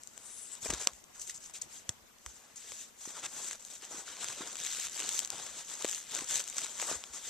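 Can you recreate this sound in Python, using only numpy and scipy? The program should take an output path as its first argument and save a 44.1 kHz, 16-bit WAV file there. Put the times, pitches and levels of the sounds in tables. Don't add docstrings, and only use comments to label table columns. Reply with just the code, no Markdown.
import sys
import numpy as np
from scipy import signal
from scipy.fft import rfft, irfft, next_fast_len
from scipy.io import wavfile
from scipy.ndimage import uniform_filter1d, map_coordinates

SR = 44100
rng = np.random.default_rng(int(sys.argv[2]) if len(sys.argv) > 2 else 0)


def file_out(sig):
    cols = np.atleast_2d(sig).T
    lim = np.clip(cols, -1, 1)
    pcm = np.round(lim * 32767).astype(np.int16)
    wavfile.write(sys.argv[1], SR, pcm)


def amplitude_ratio(level_db):
    exponent = np.asarray(level_db, float) / 20
    return 10 ** exponent


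N = 321533

# f/Hz, level/dB
ROOM_COLOUR = [(20, 5), (60, -2.5), (250, -3.5), (1000, -6), (3000, -7), (6000, -15), (14000, -46)]
# f/Hz, level/dB
HISS_COLOUR = [(100, 9.5), (1000, 6), (5000, 3.5), (14000, 22.5)]
# f/Hz, width/Hz
PORTS = [(7572, 1128), (6300, 954)]
# f/Hz, level/dB
HOUSING = [
    [(100, 1.26), (1000, 2.5), (5000, -3), (9000, -6.5), (14000, -10.5)],
    [(100, -1.5), (1000, 0.35), (5000, -6), (9000, -10.5), (14000, -22)],
]
TOP_HZ, CLICK_TOP_HZ = 14200, 15900

# t/s, level/dB, speed/0-1
SLEEVE = [
    (.15, -81, 0),
    (.25, -56, .4),
    (.34, -53, 0.72),
    (.44, -46.5, 0.75),
    (.5, -61.5, 0.16),
    (.535, -46, 0.04),
    (.6, -80.5, 0.12),
]
# t/s, length/s, level/dB, body re bright/dB
DRAGS = [(0.657, 0.017, -44.5, -3), (0.7, 0.0125, -39.5, -4), (0.743, 0.007, -50, -20),
         (0.796, 0.058, -47, -4), (1.141, 0.05, -71, 4), (1.195, 0.018, -51, -20), (1.214, 0.008, -45, -30),
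         (1.294, 0.008, -39, -12), (1.342, 0.039, -52, -25), (1.402, 0.075, -56, -22),
         (1.477, 0.038, -59, -15), (1.537, 0.037, -47.5, -28), (1.574, 0.014, -55, -20),
         (1.613, 0.0054, -45, -25), (1.617, 0.0075, -38.5, -22), (2.254, 0.003, -56, -25),
         (2.264, 0.006, -52, -12), (2.558, 0.028, -52.5, -20), (2.558, 0.15, -60, -11),
         (2.708, 0.006, -52, -15), (3.052, 0.009, -47, -9), (3.229, 0.024, -53.5, 5),
         (3.249, 0.019, -48, 0), (6.632, 0.012, -45, -10), (6.909, 0.031, -50.5, 1), (7.133, 0.03, -52, -8)]
# t/s, peak level/dB, f/Hz, decay/cycles
THUMPS = [(0.688, -44, 57.7, 11), (0.728, -42.5, 45.8, 7.2), (0.928, -61.5, 59.2, 8.8),
          (1.199, -66, 53.8, 5.5), (1.893, -37, 98, 3.09), (2.019, -63, 70.9, 5.2), (2.262, -54, 63, 11),
          (2.72, -63, 80.7, 4.3), (4.099, -72, 64.6, 5.8), (0.627, -60, 113, 9.8), (4.237, -66, 125, 7.7),
          (4.291, -61, 111, 7.8), (5.33, -61.5, 95, 6.1), (6.306, -55, 84, 3.06),
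          (5.441, -63.5, 110.5, 4.1), (6.959, -53.5, 68.4, 6.1), (7.098, -63.5, 65, 7.8)]
# t/s, peak level/dB,
# f/Hz, half-width/cycles
POPS = [(0.177, -50.5, 500, 0.4), (1.298, -40.5, 1960, 3.2), (1.621, -36.5, 6300, 4.4),
        (3.056, -43, 1100, 0.82), (3.262, -39.5, 3600, 3.6), (0.6604, -30.5, 447, 0.36),
        (0.665, -33, 613, 0.34), (0.701, -31.5, 450, 0.48), (0.708, -32, 199, 0.39),
        (.731, -34.5, 310, 0.49), (0.737, -32.5, 250, 0.33), (0.8723, -22, 787, 0.377),
        (0.8726, -16.5, 5150, 1.57), (0.8728, -25, 2770, 2.46), (1.8931, -41.5, 3340, 3.9),
        (1.8947, -33.5, 5450, 4.1), (2.2627, -45, 3140, 2.5), (2.2628, -39, 1905, 1.49),
        (5.304, -32, 4800, 1.57), (5.2488, -42, 3700, 2), (6.5828, -35.5, 5560, 1.47),
        (1.894, -42, 250, 0.3), (1.892, -35, 1900, 1.15), (2.2632, -39.5, 1178, 1.35),
        (2.723, -50, 500, 0.8), (3.077, -39, 287, 0.414), (3.831, -51, 395, 1.2), (3.912, -41.5, 473, 0.41),
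        (3.947, -43.5, 328, 0.93), (4.08, -38, 1480, 1.77), (4.409, -35, 313, 0.677),
        (4.609, -53.5, 150, 0.92), (5.351, -59, 450, 0.59), (5.465, -50, 510, 0.45),
        (5.848, -22, 461, 0.618), (6.222, -39.5, 317, 0.79), (6.321, -40, 550, 0.36),
        (6.8265, -30.5, 672, 0.61), (6.915, -28, 494, 0.37)]

# f/Hz, level/dB
CRACK_COLOUR = [(400, -55), (1500, -58.5), (3000, -0.5), (5200, -5), (6300, 2.5), (8000, 0), (10000, -3.5),
                (14500, 8)]
# f/Hz, level/dB
BODY_COLOUR = [(80, -66), (300, -16.5), (700, -12), (1500, -5), (2500, -2.5), (4500, -13.5)]
# t/s, peak level/dB, body re crack/dB, left minus right/dB
EDGE_FLICKS = [(0.1774, -32.5, -6.5, 23), (.5198, -47, -2.5, 23), (0.7039, -18.5, -2, 11.5),
               (0.7368, -25.5, 4, 5), (.871, -23, -10.5, 9.5), (0.872, -4, -18.5, -11.5),
               (.8725, -20.5, -12.5, -4), (.8733, -22, -3.5, -5), (1.275, -28, -15.5, 13.5),
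               (1.8914, -42.5, -22, 0), (1.8921, -17, -11, -22), (1.893, -18.5, -14, 10.5),
               (1.8948, -29.5, -8, 0), (2.262, -25.5, -10.5, 2.5), (2.7196, -33, 4, -8),
               (3.47, -38.5, -14.5, 3), (3.511, -26, -3, -18.5), (4.244, -19.5, -11, 5.5),
               (4.2851, -20, -9.5, -1.5), (4.5555, -28.5, -5, 14), (4.931, -27.5, -17, 4.5),
               (5.465, -27.5, -9.5, 15), (4.854, -29.5, -12.5, 6.5), (4.869, -26.5, -4, 2.5),
               (5.01, -18.5, -11.5, -7), (5.846, -20.5, -2.5, 12), (6.097, -35.5, -8, 13.5),
               (6.6172, -24.5, -4.5, -2), (6.7886, -29, -11.5, 1), (6.8264, -29.5, 3.5, 2.5),
               (7.0388, -28.5, 1, 4), (7.1355, -38, 3, 3.5)]
# t/s, peak level/dB, body re crack/dB, left minus right/dB
HANDLING_TICKS = [(0.0347, -31.5, -22, 6.5), (0.0732, -30.5, -27, 11), (0.5527, -30, -11.5, 8),
                  (0.7063, -27, -9.0, 3), (0.7403, -21.5, -19.5, 7), (0.9341, -33.5, -12.5, 4.5),
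                  (1.0405, -36, -28, 9), (1.1961, -27, -21, 2.5), (1.215, -27, -33, 6),
                  (1.2182, -30, -32.5, 21.5), (1.442, -35.5, -22, 15.0), (1.4969, -37, -3.5, -2.5),
                  (1.895, -31, -7, -7), (2.185, -38.5, -21.5, -3), (3.2588, -25, -8.5, -10.5),
                  (3.2622, -27.5, -0.5, -9), (3.4942, -36.5, -12.5, 6.0), (3.5311, -24, -11, -15.5),
                  (3.65, -27.5, -25.5, 10), (3.8512, -30, -10.5, -8), (3.822, -30.5, -14.5, 2.5),
                  (4.1684, -30.5, -9.5, 5.5), (4.3273, -28, -9.5, 7), (4.5686, -25, -14, 3),
                  (4.6018, -21.5, -14, -5), (4.614, -27.5, -13, -3.5), (4.6361, -23, -12.5, 7),
                  (4.649, -20, -13, 3), (4.6648, -21, -23.5, 15), (4.7133, -22, -23.5, 3.5),
                  (4.7257, -23, -12.5, 1.5), (4.7389, -32.5, -15, 0.5), (4.7489, -24.0, -8, 6.5),
                  (4.799, -20, -14.5, 1.0), (4.8027, -31.5, -20, -0.0), (4.812, -24.5, -15.5, -0.5),
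                  (4.8613, -29.5, -18.5, 16), (4.884, -28.5, -13, -6.0), (4.8965, -26, -19, -1.0),
                  (4.9449, -27.5, -22.5, 3.5), (4.9771, -23, -11.5, 2.5), (4.9942, -18.5, -11.5, 0.5),
                  (5.0019, -18.5, -6, -5.5), (5.0909, -14.5, -17.5, 11.5), (5.1144, -30, -19.5, 7.5),
                  (5.1292, -31.5, -20, 9), (5.1914, -10, -20.5, 0.5), (5.202, -21.5, -9, 2.5),
                  (5.2484, -18, -27, 9.5), (5.2575, -26.5, -14.5, -0.5), (5.2612, -35.5, -15, 10.0)]
# t/s, peak level/dB, body re crack/dB, left minus right/dB
PRESSING_RIPS = [(5.2749, -24.5, -13.5, 4.5), (5.3029, -15, -18, 9), (5.4686, -31.5, -1, 6.5),
                 (5.6481, -29.5, -20.5, -8.5), (5.6995, -25, -26, 8.5), (5.7722, -31, -11.5, -5.5),
                 (5.8236, -20.5, -20.5, 1.5), (5.8516, -20.5, -2.5, 5.0), (5.8952, -17.5, -29, 11),
                 (5.9122, -17.5, -26.5, -0.5), (5.9408, -29.5, -18.5, 3.0), (5.9471, -19.5, -19.5, -3.5),
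                 (5.9502, -37.5, -18.5, 11.0), (5.968, -30, -17, 1.5), (5.9805, -26.5, -15.5, 14),
                 (5.9959, -36.5, -12.5, 4), (6.025, -40.5, -4.5, 9), (6.0285, -31.5, -6.5, 6),
                 (6.1451, -21, -15.5, 2.5), (6.1495, -13, -24.5, 7), (6.1659, -21.5, -11, 1.5),
                 (6.1894, -29, 2.5, 0), (6.2103, -31.5, -3, 10.5), (6.2434, -25, -23, 4.5),
                 (6.3419, -19, -13, 6), (6.35, -18.5, -22.5, -4.5), (6.3565, -15, -21, 9),
                 (6.3785, -34.5, -24, 4.0), (6.3955, -19.5, -21.5, 4.0), (6.4, -20.5, -31.5, 7),
                 (6.4037, -17, -15, 3), (6.4395, -26, -13.5, 10), (6.4775, -26, -19, 12),
                 (6.486, -26, -18, 3.5), (6.4995, -26, -19.5, 15), (6.5269, -27, -14, -1.0),
                 (6.5682, -29, -19.5, 1.5), (6.5825, -14, -9.5, -6), (6.5907, -26.5, -4, 4),
                 (6.6605, -24.5, -10.5, -4.5), (6.6661, -24, -10, 5.5), (6.7987, -23.5, -3.5, 2.5),
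                 (6.8119, -32.5, -12.5, 3.0), (6.8168, -18.5, -8.5, 6.5), (6.9039, -23.5, -18.5, -4),
                 (5.907, -29, -14.5, 4), (5.959, -27, -18, 4), (6.015, -36, -10.5, 4),
                 (6.038, -37.5, -2.5, 2)]

# f/Hz, level/dB
HOOK_COLOUR = [(3000, -23.5), (4900, -10), (5600, -10), (6300, -6), (7000, -5.5), (9000, -7.5),
               (11000, -7.5)]
# f/Hz, level/dB
PATCH_COLOUR = [(700, -30), (1500, -7.5), (2500, -4.5), (3700, 0.5), (4800, -9), (6500, -14.5)]
# f/Hz, level/dB
CLOTH_COLOUR = [(60, -35), (110, -8.5), (200, -7), (500, -1.5), (1500, -1), (2800, -10.5)]
# f/Hz, level/dB
FUZZ_COLOUR = [(7000, -38), (9000, -9.5), (10500, -6), (12000, -1.5), (14500, 5)]
# t/s, crackle share/0-1
GRIP = [(0, 0.34), (.6, 0.06), (.7, 0.32), (1.2, 0.11), (2.5, 0.03), (3.4, 0.11), (3.5, 0.42), (4.2, 0.09),
        (4.6, 0.44), (5.3, 0.32), (5.6, 0.14), (5.9, 0.57), (6.4, 0.37), (6.8, 0.23), (7.29, 0.04)]
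IDLE_DB = [-71, -83, -76, -71.5]
# hold from t/s,
# hold/s, hooks level/dB, patch re hooks/dB, cloth re hooks/dB
HAND_STROKES = [(0.036, 0.128, -62, -16, -24), (0.187, 0.077, -60, -5, -3), (0.291, 0.204, -55, -5, -12.5),
                (0.531, 0.036, -54.5, -2.5, -8), (0.627, 0.0102, -47, -9.5, -20.5),
                (0.649, 0.0166, -42.5, -10.5, -9.5), (0.697, 0.0124, -49, 1.5, 7),
                (0.733, 0.0156, -48.5, 2, 0.5), (0.776, 0.011, -50, -1.5, -2), (0.807, 0.0148, -45, -3, -2),
                (0.877, 0.0049, -57.5, 1.5, 8.5), (0.918, 0.079, -62, -9, -29.5),
                (1.158, 0.0252, -55.5, -11, -2), (1.219, 0.0082, -45.5, -16.5, -33),
                (1.273, 0.012, -47, -10, -33), (1.297, 0.01, -49, -4, -33), (1.353, 0.0041, -52, -9, -28.5),
                (1.431, 0.03, -59.5, -2.5, -30.0), (1.551, 0.0026, -52.5, 1.5, -27.5),
                (1.63, 0.0041, -52.5, -6.5, -23.5), (1.725, 0.052, -52, -6, -15.5),
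                (1.9, 0.0032, -55, -14.5, 0), (2.265, 0.1, -58, -7.5, -7), (2.416, 0.098, -67, -2, 3.5),
                (2.575, 0.0052, -54.5, -6, -27), (2.606, 0.103, -55, -1, -21.5),
           (2.725, 0.104, -49.5, -5.5, -17), (3.013, 0.0524, -49, -7, -13.5), (3.09, 0.0274, -49.5, -7, -7),
           (3.15, 0.049, -50.5, -3, -0.5), (3.235, 0.0077, -50, 2.5, 4), (3.29, 0.0216, -54, -9.5, -11),
           (3.355, 0.128, -45, -7, -8), (3.514, 0.0174, -50, -1.5, -4.5),
           (3.603, 0.073, -55.5, -8.5, -11.5), (3.709, 0.0546, -50.5, -5.5, -10.5),
           (3.831, 0.0198, -51.5, 0.5, -4), (3.921, 0.0865, -48.5, -5.5, -2),
           (4.077, 0.053, -49.5, 1, -2.5), (4.213, 0.0843, -46, -0.45, -2.5), (4.33, 0.034, -50, -2, -7),
           (4.388, 0.0402, -49.5, 1, 3.5), (4.452, 0.006, -51, 2, -2.5), (4.474, 0.0067, -46.5, -4.5, -2),
           (4.51, 0.019, -50, -2, -4), (4.59, 0.071, -45.5, 0.42, -10), (4.66, 0.044, -45.5, -1, -15.5),
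           (4.738, 0.111, -41.5, -1.5, -16.5),
                (4.94, 0.068, -46, -3.5, -10.5), (5.009, 0.085, -44.5, -1, -6), (5.122, 0.067, -40, -7, -11.0),
            (5.218, 0.0093, -48, 1.5, -3.5), (5.29, .008, -67, -5, -8.5), (5.323, 0.0598, -49.5, -2, 1),
            (5.4, 0.0732, -49, -2.17, -4.5), (5.476, 0.105, -53.5, -0.5, -3.5),
            (5.582, 0.0232, -46, -3, -5.5), (5.687, 0.0525, -45.5, -4.5, -7.5),
            (5.808, 0.0827, -45, -2.5, -6.5), (5.889, 0.098, -45.5, -3, -17), (6.108, 0.087, -48, 1.5, -13),
            (6.154, 0.0624, -45.5, -2.5, -1), (6.306, 0.075, -37.5, -2, -11), (6.458, 0.089, -51, -4.5, -9),
            (6.57, 0.0178, -42, -2, -7.5), (6.615, 0.031, -43.5, -1.5, -5.5), (6.68, 0.116, -49, -3, -6),
            (6.798, 0.048, -42, -5, -6), (6.875, 0.0152, -43, -8, -17), (6.898, 0.024, -39, -5.5, -1),
            (6.95, 0.0142, -48.5, -9, -2.5), (6.965, 0.157, -55.5, -3.5, -4),
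            (7.144, 0.0305, -47, -6.5, -6), (7.277, 0.22, -45, -2.5, -10)]


def unit(x):
    return x / np.sqrt(np.mean(x ** 2) + 1e-20)


def along(points, hz):
    f, v = np.transpose(points)
    return np.interp(np.log(hz + 1), np.log(f + 1), v)


def filtered(x, response):
    m = next_fast_len(N + 8192)
    return irfft(rfft(x, m) * response(np.fft.rfftfreq(m, 1 / SR)), m)[..., :N]


def coloured(x, spectrum, top_hz=TOP_HZ):
    return filtered(x, lambda hz: unit(amplitude_ratio(along(spectrum, hz)) * (hz < top_hz)))


def wobble(rate):
    knots = rng.standard_normal(int(N * rate / SR) + 4)
    return map_coordinates(knots, [np.arange(N) * rate / SR])


def pair(alike, patchy_db=2.5):
    z = signal.stft(rng.standard_normal((2, N)), nperseg=512)[2]
    field = uniform_filter1d(rng.standard_normal(z.shape[1:]), size=5, axis=0)
    field = uniform_filter1d(field, size=3, axis=1)
    a, b = unit(signal.istft(z * amplitude_ratio(patchy_db * unit(field)), nperseg=512)[1][:, :N])
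    turn = np.arccos(np.clip(alike, 0, 1)) / 2
    return np.cos(turn) * a + np.sin(turn) * np.array([b, -b])


def room_tone():
    return amplitude_ratio(-62 + 1.59 * wobble(3.852)) * coloured(pair(0.013), ROOM_COLOUR)


def far_appliance():
    return amplitude_ratio(-78.0) * unit(filtered(pair(0.66), lambda hz: np.exp(-((hz - 230) / 30) ** 2)))


def sleeve_swish():
    s, level_db, speed = np.transpose(SLEEVE)
    time, weave = np.arange(N) / SR, pair(0.53)
    rise = np.clip(np.interp(time, s, speed), 0, 1)

    def band(hz):
        return unit(filtered(weave, lambda f: np.exp(-((f - hz) / 1100) ** 2)))

    gain = amplitude_ratio(np.interp(time, s, level_db, left=-120, right=-120) + 1.45 * wobble(45.26))
    slow, fast = np.sqrt(1 - rise) * band(hz=8360), 1.99 * np.sqrt(rise) * band(hz=10170)
    return gain * (slow + fast)


def scuffs():
    time, bright, dull = np.arange(N) / SR, np.zeros(N), np.zeros(N)
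    for s, length, db, body_db in DRAGS:
        drag = np.clip(np.minimum(time - s, s + length - time) / 0.0008, 0, 1)
        bright += amplitude_ratio(db + 1) * drag
        dull += amplitude_ratio(db + body_db) * drag
    rough = amplitude_ratio(2.63 * wobble(600))
    return coloured(bright * rough * pair(0.77), HOOK_COLOUR) + coloured(dull * rough * pair(0.96), BODY_COLOUR)


def table_thumps():
    out, t = np.zeros((2, N)), np.arange(SR // 4) / SR
    for s, db, hz, cycles in THUMPS:
        turn = max(hz, 60) * t
        swing = np.sin(2 * np.pi * turn) * (1 - np.exp(-turn / 0.353))
        side = amplitude_ratio(rng.normal(-1, 3) * np.array([[1], [-1]]))
        ring = amplitude_ratio(db + 9.5 - 60 * turn / np.clip(cycles, 1.2, 9)) * side * swing
        span = out[:, round(s * SR):][:, :len(t)]
        span += ring[:, :span.shape[1]]
    return out


def pops_and_rings():
    out, t = np.zeros((2, N + SR)), np.arange(SR // 4) / SR
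    lead = 1 / 40
    for s, db, hz, cycles in POPS:
        turn = hz * (t - lead)
        swing = -np.cos(2 * np.pi * turn) * np.exp(-(turn / np.clip(cycles, .4, 4)) ** 2)
        out[:, round((s - lead) * SR):][:, :len(t)] += amplitude_ratio(db) * swing
    return filtered(out, lambda f: f * f / (f * f + 110 ** 2))


def snaps():
    crack, body = np.zeros((2, N + SR)), np.zeros((2, N + SR))
    t = np.arange(SR // 25) / SR
    dying = amplitude_ratio(-60 * t / 0.00409) * (1 - np.exp(-t / 0.000364))
    tail = amplitude_ratio(-38.0 - 60 * t / 0.0247)
    step = 1. * (np.arange(len(t)) == 12)
    edges, hooks = (EDGE_FLICKS, .45), (list(HANDLING_TICKS) + list(PRESSING_RIPS), .9)
    for rows, rattle in (edges, hooks):
        for s, db, body_db, pan_db in rows:
            a, b, c = (rattle * dying + tail) * rng.standard_normal((3, len(t)))
            side = amplitude_ratio(np.array([[.3], [-.3]]) * pan_db) / np.linalg.norm(step + a)
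            k = round(s * SR)
            crack[:, k:k + len(t)] += amplitude_ratio(db + 7) * side * (step + a + .5 * np.array([b, -b]))
            body[:, k:k + len(t)] += amplitude_ratio(db + body_db + 9.5) * (step + c) / np.linalg.norm(step + c)
    return coloured(crack[:, :N], CRACK_COLOUR, CLICK_TOP_HZ) + coloured(body[:, :N], BODY_COLOUR)


def catches(rate, spread_db, t60):
    chance, size = rng.random(N), rng.exponential(size=N)
    spikes = (chance < rate / SR) * amplitude_ratio(np.minimum(spread_db * size, 10))
    train = signal.fftconvolve(spikes, amplitude_ratio(-60 * np.arange(SR // 20) / SR / t60))[:N]
    recent = np.abs(uniform_filter1d(unit(train) ** 2, size=1800) + .15)
    return unit(train / recent ** .4)


def strokes():
    time = np.arange(0, N / SR + .002, .002)
    power = amplitude_ratio(2 * np.array(IDLE_DB))[:, None]
    for s, hold, db, patch_db, cloth_db in HAND_STROKES:
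        early = (s - time) / (0.0253 + 0.614 * hold)
        late = (time - s - hold) / (0.058 + 0.373 * hold)
        fuzz_db = -18 - 0.616 * max(cloth_db, -12.5)
        share_db = np.array([0, patch_db, cloth_db, fuzz_db])
        power = power + amplitude_ratio(2 * (db + share_db[:, None] - 20 * np.maximum(early, late).clip(0)))
    return [np.interp(np.arange(N) / SR, time, 10 * np.log10(p)) for p in power]


def hands():
    time = np.arange(N) / SR
    hooks_db, patch_db, cloth_db, fuzz_db = strokes()
    grip = np.clip(np.interp(time, *np.transpose(GRIP)), 0, .95)
    every, fine, coarse = [catches(rate=300, spread_db=6.5, t60=t60) ** 2 for t60 in (.003, .0025, .004)]
    sway = amplitude_ratio(wobble(45))
    tips = sway * np.sqrt(1 - grip + grip * (.75 * every + .55 * fine))
    roots = sway * np.sqrt(1 - grip + grip * (.75 * every + .55 * coarse))
    soft = np.sqrt(uniform_filter1d(roots ** 2, size=120).clip(0))
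    folds = amplitude_ratio(1.6 * wobble(50))
    hooks = coloured(amplitude_ratio(hooks_db - 0.5) * tips * pair(0.438), HOOK_COLOUR)
    patch = coloured(amplitude_ratio(patch_db - 1.54) * roots * pair(0.915), PATCH_COLOUR)
    cloth = coloured(amplitude_ratio(cloth_db - 2.0) * folds * soft * pair(0.99), CLOTH_COLOUR)
    fuzz = coloured(amplitude_ratio(fuzz_db + 12) * tips * pair(0.11), FUZZ_COLOUR)
    return hooks + patch + cloth + fuzz


def scene():
    background = room_tone() + far_appliance()
    handling = sleeve_swish() + scuffs() + table_thumps() + pops_and_rings() + snaps()
    return background + handling + hands()


def low_pass(x):
    return signal.sosfilt(signal.butter(12, 15700, fs=SR, output="sos"), x)


def record(dry):
    def port(f, centre, width, shade):
        rumble_cut = f * f / (f * f + 24 ** 2)
        ring = centre * centre / (centre * centre - f * f + 1j * f * width)
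        return amplitude_ratio(along(shade, f)) * rumble_cut * ring

    def ports(f):
        return np.array([port(f, centre, width, shade) for (centre, width), shade in zip(PORTS, HOUSING)])

    hiss = amplitude_ratio([[-71], [-74]]) * coloured(pair(.05), HISS_COLOUR)
    wet = filtered(dry, ports) + hiss
    finished = filtered(wet, lambda hz: np.where(hz < TOP_HZ, 1, amplitude_ratio(-18.5)))
    return low_pass(finished)


dry = scene()
out = record(dry)
file_out(out)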